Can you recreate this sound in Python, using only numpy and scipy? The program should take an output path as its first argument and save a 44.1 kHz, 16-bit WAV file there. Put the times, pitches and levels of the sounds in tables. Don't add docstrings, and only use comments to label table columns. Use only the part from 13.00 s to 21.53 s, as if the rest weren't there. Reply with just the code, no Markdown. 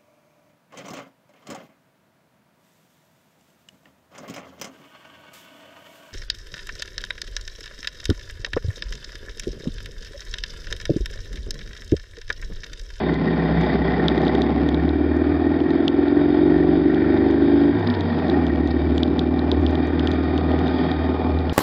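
import sys
import numpy as np
from scipy import signal
from scipy.fft import rfft, irfft, next_fast_len
from scipy.io import wavfile
from scipy.ndimage import uniform_filter1d, map_coordinates

SR = 44100
rng = np.random.default_rng(int(sys.argv[2]) if len(sys.argv) > 2 else 0)


def magnitude_from_level(level_db):
    exponent = np.asarray(level_db, float) / 20
    return 10 ** exponent


def master_out(mix):
    frames = np.transpose(np.atleast_2d(mix))
    ceiling = np.clip(frames, -1, 1)
    pcm = np.round(ceiling * 32767).astype(np.int16)
    wavfile.write(sys.argv[1], SR, pcm)


N = 376173

# (time [s], engine cycles a second [Hz])
SPEED = [(0, 16.52), (.9, 16.62), (1.2, 17.01), (1.8, 18.43), (3, 21.9), (3.6, 23.52), (4.2, 24.98),
         (4.7, 26.15), (4.78, 26), (5.17, 21), (5.33, 20.2), (5.49, 18.7), (5.7, 18.77), (6.3, 19.34),
         (6.9, 19.66), (7.5, 19.83), (8.1, 19.83), (8.53, 19.6)]
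# (time [s], level [dB])
THROTTLE = [(0, -26.5), (.8, -27.5), (1.2, -21.5), (1.45, -23.5), (2.06, -20.5), (2.85, -19), (3.54, -15),
            (3.96, -17.5), (4.49, -16), (4.7, -15.5), (4.75, -26), (5.22, -31), (5.3, -19), (5.55, -22.5),
            (6.6, -23.5), (7.3, -25), (7.7, -25), (8.53, -31.5)]
# (time [s], level [dB])
SPRAY = [(0.0, -32.5), (0.12, -36), (0.52, -34), (1.09, -32), (1.85, -41.5), (2.49, -40), (4.2, -37.5),
         (4.89, -36), (5.25, -35.5), (5.61, -41), (6.06, -41), (7.82, -34), (8.2, -38), (8.53, -39)]
# (level [dB], slope [dB per dB of spray], change in a hard pull [dB], change in next gear [dB])
ROAD_LAYERS = [
    (-24, 0.13, -7, -3),
    (-30.5, .5, -2, -1),
    (-40.5, 0.75, 0.75, -1),
    (-50.5, 0.96, 1.4, 0.3),
]
# (level unloaded [dB], change at full load [dB], change in the higher gear [dB])
MESH_LEVELS = [
    (-39.5, -1, 1.8),
    (-37, -10, -3),
    (-60, -10.5, 18),
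    (-43.5, -9, -2),
]
MESH_ORDERS = [(62, .5), (122.5, 1.6), (44.5, .3), (38, .4)]
# (tones per engine cycle, level [dB])
BRACKET_ORDERS = [(8, -34), (10, -23), (15, -29)]
# (part of the cycle, level [dB])
KNOCKS = [(.04, -7.5), (0.212, 1), (0.331, -1.5), (.59, -2), (.74, -0.5), (0.902, 4)]
# (time [s], length [s], part of the cycle, ring [Hz], level [dB])
TAPPETS = [(-.3, 1.75, .26, 1862, -41.5), (-.3, 2.1, 0.23, 1994, -41), (-.3, 1.9, .75, 1036, -43.5),
           (-.3, 1.7, .75, 625, -39), (4.897, 1, 0.25, 1868, -41), (2.1, .7, .24, 1863, -44.5)]
# (time [s], peak [dB], crack [dB])
DROPS = [(0.142, -26, -51.5), (1.0828, -7.5, -44.5), (1.1787, -23.5, -55.5), (1.268, -24.5, -58),
         (1.281, -18.5, -60), (1.351, -22.5, -49), (1.419, -17, -45), (1.6892, -22, -48),
         (1.7447, -22, -61), (1.8915, -24.5, -68), (2.8803, -9, -42.5), (3.9458, -27, -58),
         (4.871, -27, -68), (4.9008, -24, -69), (4.94, -25, -68), (5.008, -21.5, -51),
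         (5.2824, -30, -60), (5.2984, -19, -56), (5.6742, -28.5, -51), (5.98, -19, -44.5),
         (6.0323, -11.5, -52.5), (6.1928, -14, -46.5), (6.3923, -22.5, -68), (6.5158, -12.5, -50.5),
         (6.6647, -17.5, -60.5), (6.754, -23, -58), (6.995, -18.5, -55), (7.0729, -15, -45),
         (7.1157, -21.5, -48), (7.3782, -21.5, -51),
         (0.6125, -32, -48), (0.6684, -38.5, -62), (0.9033, -33, -69), (1.1573, -36, -61),
               (1.2176, -27, -54), (1.2514, -28, -56), (2.604, -28.5, -76.5), (2.6364, -42, -66),
               (2.7053, -27, -59), (3.0829, -29, -67), (3.5793, -37, -64), (3.6354, -37, -66),
               (3.9054, -40, -64), (4.1749, -29, -68), (4.3111, -33, -54), (4.8454, -37, -65),
               (5.1891, -33, -60), (5.467, -26.5, -53), (5.5583, -31, -62), (6.0781, -33, -64),
               (6.6947, -34, -64), (7.2365, -33, -60), (7.5173, -27.5, -62), (7.5901, -29, -53),
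               (7.671, -27, -62), (7.6804, -23.5, -57), (7.7842, -33, -62), (7.9154, -22, -59),
               (8.3883, -27, -67), (8.4961, -19.5, -62)]
# (time [s], length [s], level [dB])
SPLASHES = [(4.868, .014, -37), (4.898, .014, -40), (4.936, .022, -41), (5.7, .026, -42),
            (4.84, 0.71, -54.5)]
# (time [s], length [s], start [Hz], end [Hz], width [Hz], level [dB])
SQUEAKS = [
    (4.761, 0.55, 244, 224.6, 14, -23),
    (4.82, .5, 1010, 835, 8, -41),
    (5.335, .095, 830, 818, 4, -28),
    (5.944, 0.058, 7250, 7400, 500, -67),
    (5.972, .031, 8100, 8200, 500, -78),
    (7.098, 0.026, 7500, 6940, 500, -69),
    (7.122, 0.028, 6570, 6200, 1200, -67),
]

PIPE = [(72.6, 17, -8), (155, 6.1, -14), (231, 50, -6), (288.1, 17, 8), (337.7, 40.2, 4.5), (378.2, 52, 3),
        (524, 12, -21.5), (592, 690, -19), (910, 230, -15)]
BOOM = [(116, 77, -15.5), (164.2, 8.05, 9), (203.3, 19, 0), (250.7, 14.6, 7.5), (362.2, 20, -0.5),
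        (402.4, 25.4, -0.5)]
ROAR = [(386, 43, 1.5), (480, 30.4, 1.5), (612.4, 45, -1), (749.4, 65, 0), (862.4, 43.7, -3),
        (1079, 210, -12.5)]
WHOOSH = [(1264, 13, -11.5), (1358, 51, -1.5), (1513, 140, -2), (1844, 94, 4), (2017, 370, -7),
          (2330, 140, -4.5)]
HISS = [(3226, 320, -0.5), (3715, 130, 4), (4380, 170, -5), (4887, 240, -6)]
MESH_PANELS = [(607, 23, -0.5), (752, 12, -4), (820, 110, 0), (997, 41, 5), (1229, 20, 0), (1380, 44, -1.5),
               (1600, 40, 1), (2080, 100, -0.5), (2390, 130, -2.5)]
SHELL = [(3740, 1400, 7), (5100, 1200, 5), (2420, 260, -16)]

CRACK = [(4500, -35.5), (5800, -4.5), (7000, -10.5), (8300, -22.5), (9500, -34.5), (11000, -29),
         (12500, -38.5), (14000, -76)]
SEAL = [(30, -34.5), (52, -33), (63, -2), (5200, -3.5), (5600, -16), (6400, -26.5), (8000, -56)]
PREAMP = [(4000, -7.5), (6000, -5.5), (8000, -6), (10000, -20.5), (12400, -18.5), (13000, -60)]
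HANDLEBAR = [(62, -32), (68, -30), (73, -24.5), (79, -23), (84, -39), (96, -35.5), (100, -25.5),
             (105, -30.5)]

SHUT_S, CLUTCH_S, SETTLED_S = 4.71, 5.25, 5.55
SECOND = .55


def unit(x):
    return x / np.sqrt(np.mean(x ** 2) + 1e-20)


def curves(rows):
    s, *cols = np.transpose(rows)
    return [np.interp(np.arange(N) / SR, s, c) for c in cols]


def wobble(rate):
    at = np.arange(0, N + 16, 16)
    knots = rng.standard_normal(int(N * rate / SR) + 5)
    return np.interp(np.arange(N), at, map_coordinates(knots, [at * rate / SR]))


def filtered(x, response):
    m = next_fast_len(N + SR // 2)
    return irfft(rfft(x, m) * response(np.fft.rfftfreq(m, 1 / SR)), m)[..., :N]


def causal(points):
    def response(hz):
        f, db = np.transpose(points)
        level = magnitude_from_level(np.interp(np.log(hz + 1), np.log(f), db))
        c = irfft(np.log(level + 1e-6))
        c[1:len(c) // 2] *= 2
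        c[len(c) // 2 + 1:] = 0
        return np.exp(rfft(c))
    return response


def modes(table):
    def response(hz):
        f = hz[::8]
        total = 0
        for k, (centre, width, db) in enumerate(table):
            damping = 1j * f * width
            total = total + (-1) ** k * magnitude_from_level(db) * damping / (centre * centre - f * f + damping)
        return np.interp(hz, f, total)
    return response


def patchy(depth_db):
    z = signal.stft(rng.standard_normal(N), nperseg=1024)[2]
    field = uniform_filter1d(uniform_filter1d(rng.standard_normal(z.shape), 5, 0), 6, 1)
    return signal.istft(z * magnitude_from_level(depth_db * unit(field)), nperseg=1024)[1][:N]


def train(turns, parts, sizes_db, scatter_db):
    out = np.zeros(N)
    for part, db in zip(parts, sizes_db):
        at = np.flatnonzero(np.diff(np.floor(turns - part)) > 0)
        out[at] += magnitude_from_level(db + scatter_db[at] * rng.standard_normal(len(at)))
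    return out


def since_firing(turns):
    part = turns % 1
    return np.where(part < SECOND, part, part - SECOND)


def overrun():
    return curves([(0, 0), (SHUT_S, 0), (SHUT_S + .02, 1), (CLUTCH_S, 1), (SETTLED_S, 0), (9, 0)])[0]


def preamp(heard):
    flare = 1 + 1.5 * uniform_filter1d(heard ** 2, size=90) / .05
    return magnitude_from_level(-92.5) * flare * unit(filtered(rng.standard_normal(N), causal(PREAMP)))


def buffet():
    flutter = lambda f: modes([(34, 16, 0)])(f) ** 2
    return magnitude_from_level(-59 + 3.9 * wobble(3)) * unit(filtered(rng.standard_normal(N), flutter))


def drizzle():
    specks = rng.random((260, 2))
    at = (specks[:, 0] * N).astype(int)
    sizes = magnitude_from_level(-52 - 6 * np.log(specks[:, 1] + 1e-3))
    return filtered(np.bincount(at, sizes, minlength=N), causal(CRACK))


def raindrops():
    ring, edge, t = np.zeros(N + 99), np.zeros(N + 99), np.arange(56) / SR
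    for s, db, crack_db in DROPS:
        start, peak_db = round(s * SR), db + 0.35
        burst_hz = 3430 + 350 * rng.uniform(-1.2, 1)
        burst = np.hanning(len(t)) ** 0.12 * np.sin(2 * np.pi * burst_hz * t)
        ring[start:][:len(t)] += magnitude_from_level(peak_db - 7.5) * burst
        ring[start + 6] += magnitude_from_level(peak_db + 10)
        edge[start + 12] += magnitude_from_level(crack_db + 36.5)
    wall = causal([(1800, -14), (2600, 6.0), (5500, -9), (6800, -13.5), (9500, -25.5), (11000, -17.5),
                   (14000, -53.0)])
    shell = filtered(ring[:N], lambda f: modes(SHELL)(f) * wall(f))
    return shell + filtered(edge[:N], causal(CRACK))


def splashes():
    t = np.arange(N) / SR
    swell = sum(magnitude_from_level(db) * np.sin(np.pi * np.clip((t - s) / length, 0, 1)) ** 2 for s, length, db in SPLASHES)
    grains = rng.standard_normal(N) * (rng.random(N) < .03)
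    return swell * unit(filtered(grains, lambda f: modes(SHELL)(f) * causal(SEAL)(f)))


def squeaks():
    out = np.zeros(N)
    for s, length, hz0, hz1, width_hz, db in SQUEAKS:
        t = np.arange(round(length * SR)) / SR
        glide = np.sin(2 * np.pi * np.cumsum(hz0 + (hz1 - hz0) * t / length) / SR)
        swell = np.sin(np.pi * t / length) ** 0.2
        rough = 1 + np.tanh(width_hz / 25) * wobble(width_hz)[:len(t)]
        out[round(s * SR):][:len(t)] += magnitude_from_level(db) * swell * rough * glide
    return out


def road_levels(speed):
    (spray_db,) = curves(SPRAY)
    (after,) = curves([(0, 0), (SHUT_S, 0), (CLUTCH_S, 1), (9, 1)])
    pulling = (1 - after) * (1 + np.tanh((speed - 18.7) / 0.14)) / 2
    swing_db = spray_db - spray_db.mean()
    return [db + slope * swing_db + pull_db * pulling + gear_db * after + .9 * wobble(4.5)
            for db, slope, pull_db, gear_db in ROAD_LAYERS]


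def road(turns, ragged, levels_db):
    beat = np.exp(-((since_firing(turns) - .14) / .09) ** 2)
    gust = wobble(20)
    knocks = unit(train(turns, *np.transpose(KNOCKS), 1.5 + 5 * ragged))
    # (resonances, share of knocks, lock to the firings, patch depth [dB], gust depth [dB])
    layers = [(BOOM, .8, .3, 1.5, .8), (ROAR, .33, .9, 1.2, .9), (WHOOSH, .06, .8, 1.2, .9),
              (HISS, 0, .45, 1.2, 1.2)]
    out = np.zeros(N)
    for db, (panels, steady, lock, depth_db, gust_db) in zip(levels_db, layers):
        shake = unit(patchy(depth_db) * (1 + lock * beat) * magnitude_from_level(gust_db * gust))
        share = steady * (1 - ragged)
        blows = np.sqrt(1 - share) * shake + np.sqrt(share) * knocks
        out += magnitude_from_level(db + 4.5) * unit(filtered(blows, modes(panels)))
    return out


def tappets(turns):
    t, out = np.arange(N) / SR, np.zeros(N)
    for s, length, part, hz, db in TAPPETS:
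        from_knock = (turns - part + .5) % 1 - .5
        rattle = (.3 + np.exp(-(from_knock / .13) ** 2)) * rng.standard_normal(N)
        blows = unit(train(turns, [part - .06], [0], np.full(N, 3.))) + .5 * unit(rattle)
        ring = filtered(blows, lambda f: modes([(hz, 67, 0)])(f) ** 2)
        swell = np.abs(np.sin(np.pi * np.clip((t - s) / length, 0, 1))) ** 0.37 * (t < s + length)
        out += magnitude_from_level(db) * swell * unit(ring)
    return out


def bracket_tones(turns, load):
    tones = sum(magnitude_from_level(db + 1.5 * wobble(12)) * np.sin(2 * np.pi * order * turns + .3 * wobble(20))
                for order, db in BRACKET_ORDERS)
    return magnitude_from_level(-8.5 * load) * filtered(tones, modes([(159.6, 4.3, 0), (247.6, 5.1, 0)]))


def gears(turns, load, shifted):
    throb = 1 + 0.39 * np.cos(2 * np.pi * turns)
    tones = np.zeros(N)
    for (order, blur), (db, load_db, gear_db) in zip(MESH_ORDERS, MESH_LEVELS):
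        level = magnitude_from_level(db + load_db * load + gear_db * shifted + 1.1 * wobble(25))
        tones += level * np.sin(2 * np.pi * order * turns + blur * wobble(60))
    return throb * filtered(tones, modes(MESH_PANELS))


def frame_shake(turns, speed, load, exhaust_db):
    bar_db = np.interp(4 * speed, *np.transpose(HANDLEBAR)) - 5 * (load - 0.27)
    jolt_db = 3.5 * np.exp(-np.abs(np.arange(N) / SR - SHUT_S - .07) / .06)
    shake = magnitude_from_level(bar_db) + magnitude_from_level(-31.5 + jolt_db) * overrun()
    unsteady = magnitude_from_level(0.78 * wobble(4) + 2.0 * wobble(9))
    hum = shake * unsteady * np.sin(2 * np.pi * 4 * turns + 0.35 * wobble(33))
    lope = magnitude_from_level(2 * (exhaust_db + 16) - 37 + 1.5 * wobble(6)) * np.sin(2 * np.pi * 3 * turns)
    return np.sqrt(2) * (hum + lope)


def burning(load):
    light, full = .3, .03
    ragged = full + (light - full) * np.exp(-4 * load)
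    rear_db = np.maximum(4 - 12 * load, -3.5)
    return np.maximum(ragged, .9 * overrun() ** 1.5), rear_db


def exhaust(turns, exhaust_db, ragged, rear_db):
    scatter_db = .9 + 6 * np.minimum(ragged, .35)
    front = train(turns, [0], [0], scatter_db)
    bangs = front + magnitude_from_level(rear_db) * train(turns, [SECOND], [0], scatter_db)
    puffs = rng.standard_normal(N) * (0.46 + np.exp(-since_firing(turns) / 0.19))

    def muffler(f):
        late = lambda s: np.exp(-2j * np.pi * f * s)
        paths = 0.72 + late(0.0032) + 0.27 * late(0.0126)
        return modes(PIPE)(f) * paths / (1 + 1j * f / 500) ** 2

    tonal, breath = unit(filtered(bangs, muffler)), unit(filtered(puffs, muffler))
    mix = np.sqrt(1 - ragged) * tonal + np.sqrt(ragged) * breath
    band = filtered(mix, modes([(332, 67, 0.017)]))
    drift = np.sqrt(np.abs(uniform_filter1d(band ** 2, size=SR // 3)))
    return magnitude_from_level(exhaust_db) * mix / drift


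def scene():
    (speed,), (exhaust_db,) = curves(SPEED), curves(THROTTLE)
    light_db, full_db = -28, -15
    load = np.clip((exhaust_db - light_db) / (full_db - light_db), 0, 1)
    shifted = np.arange(N) / SR > SETTLED_S
    turns = np.cumsum(speed) / SR + .64
    ragged, rear_db = burning(load)
    exhaust_db = exhaust_db + 0.5 * (1 - load) * wobble(13)

    outside = road(turns, ragged, road_levels(speed))
    outside += tappets(turns) + bracket_tones(turns, load) + gears(turns, load, shifted)
    outside += frame_shake(turns, speed, load, exhaust_db) + exhaust(turns, exhaust_db, ragged, rear_db)
    inside = filtered(outside, causal(SEAL))
    on_shell = drizzle() + raindrops() + splashes() + squeaks()
    return (inside + on_shell + buffet() + preamp(inside))[None]


def band_limit(x):
    return signal.sosfilt(signal.butter(12, 13700, fs=SR, output="sos"), x)


def record(dry):
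    mix = dry / (1 + np.abs(dry / 1.1) ** 4) ** (1 / 4)
    mix = mix * np.minimum(np.arange(N)[::-1] / 120, 1)
    return band_limit(mix)


dry = scene()
out = record(dry)
master_out(out)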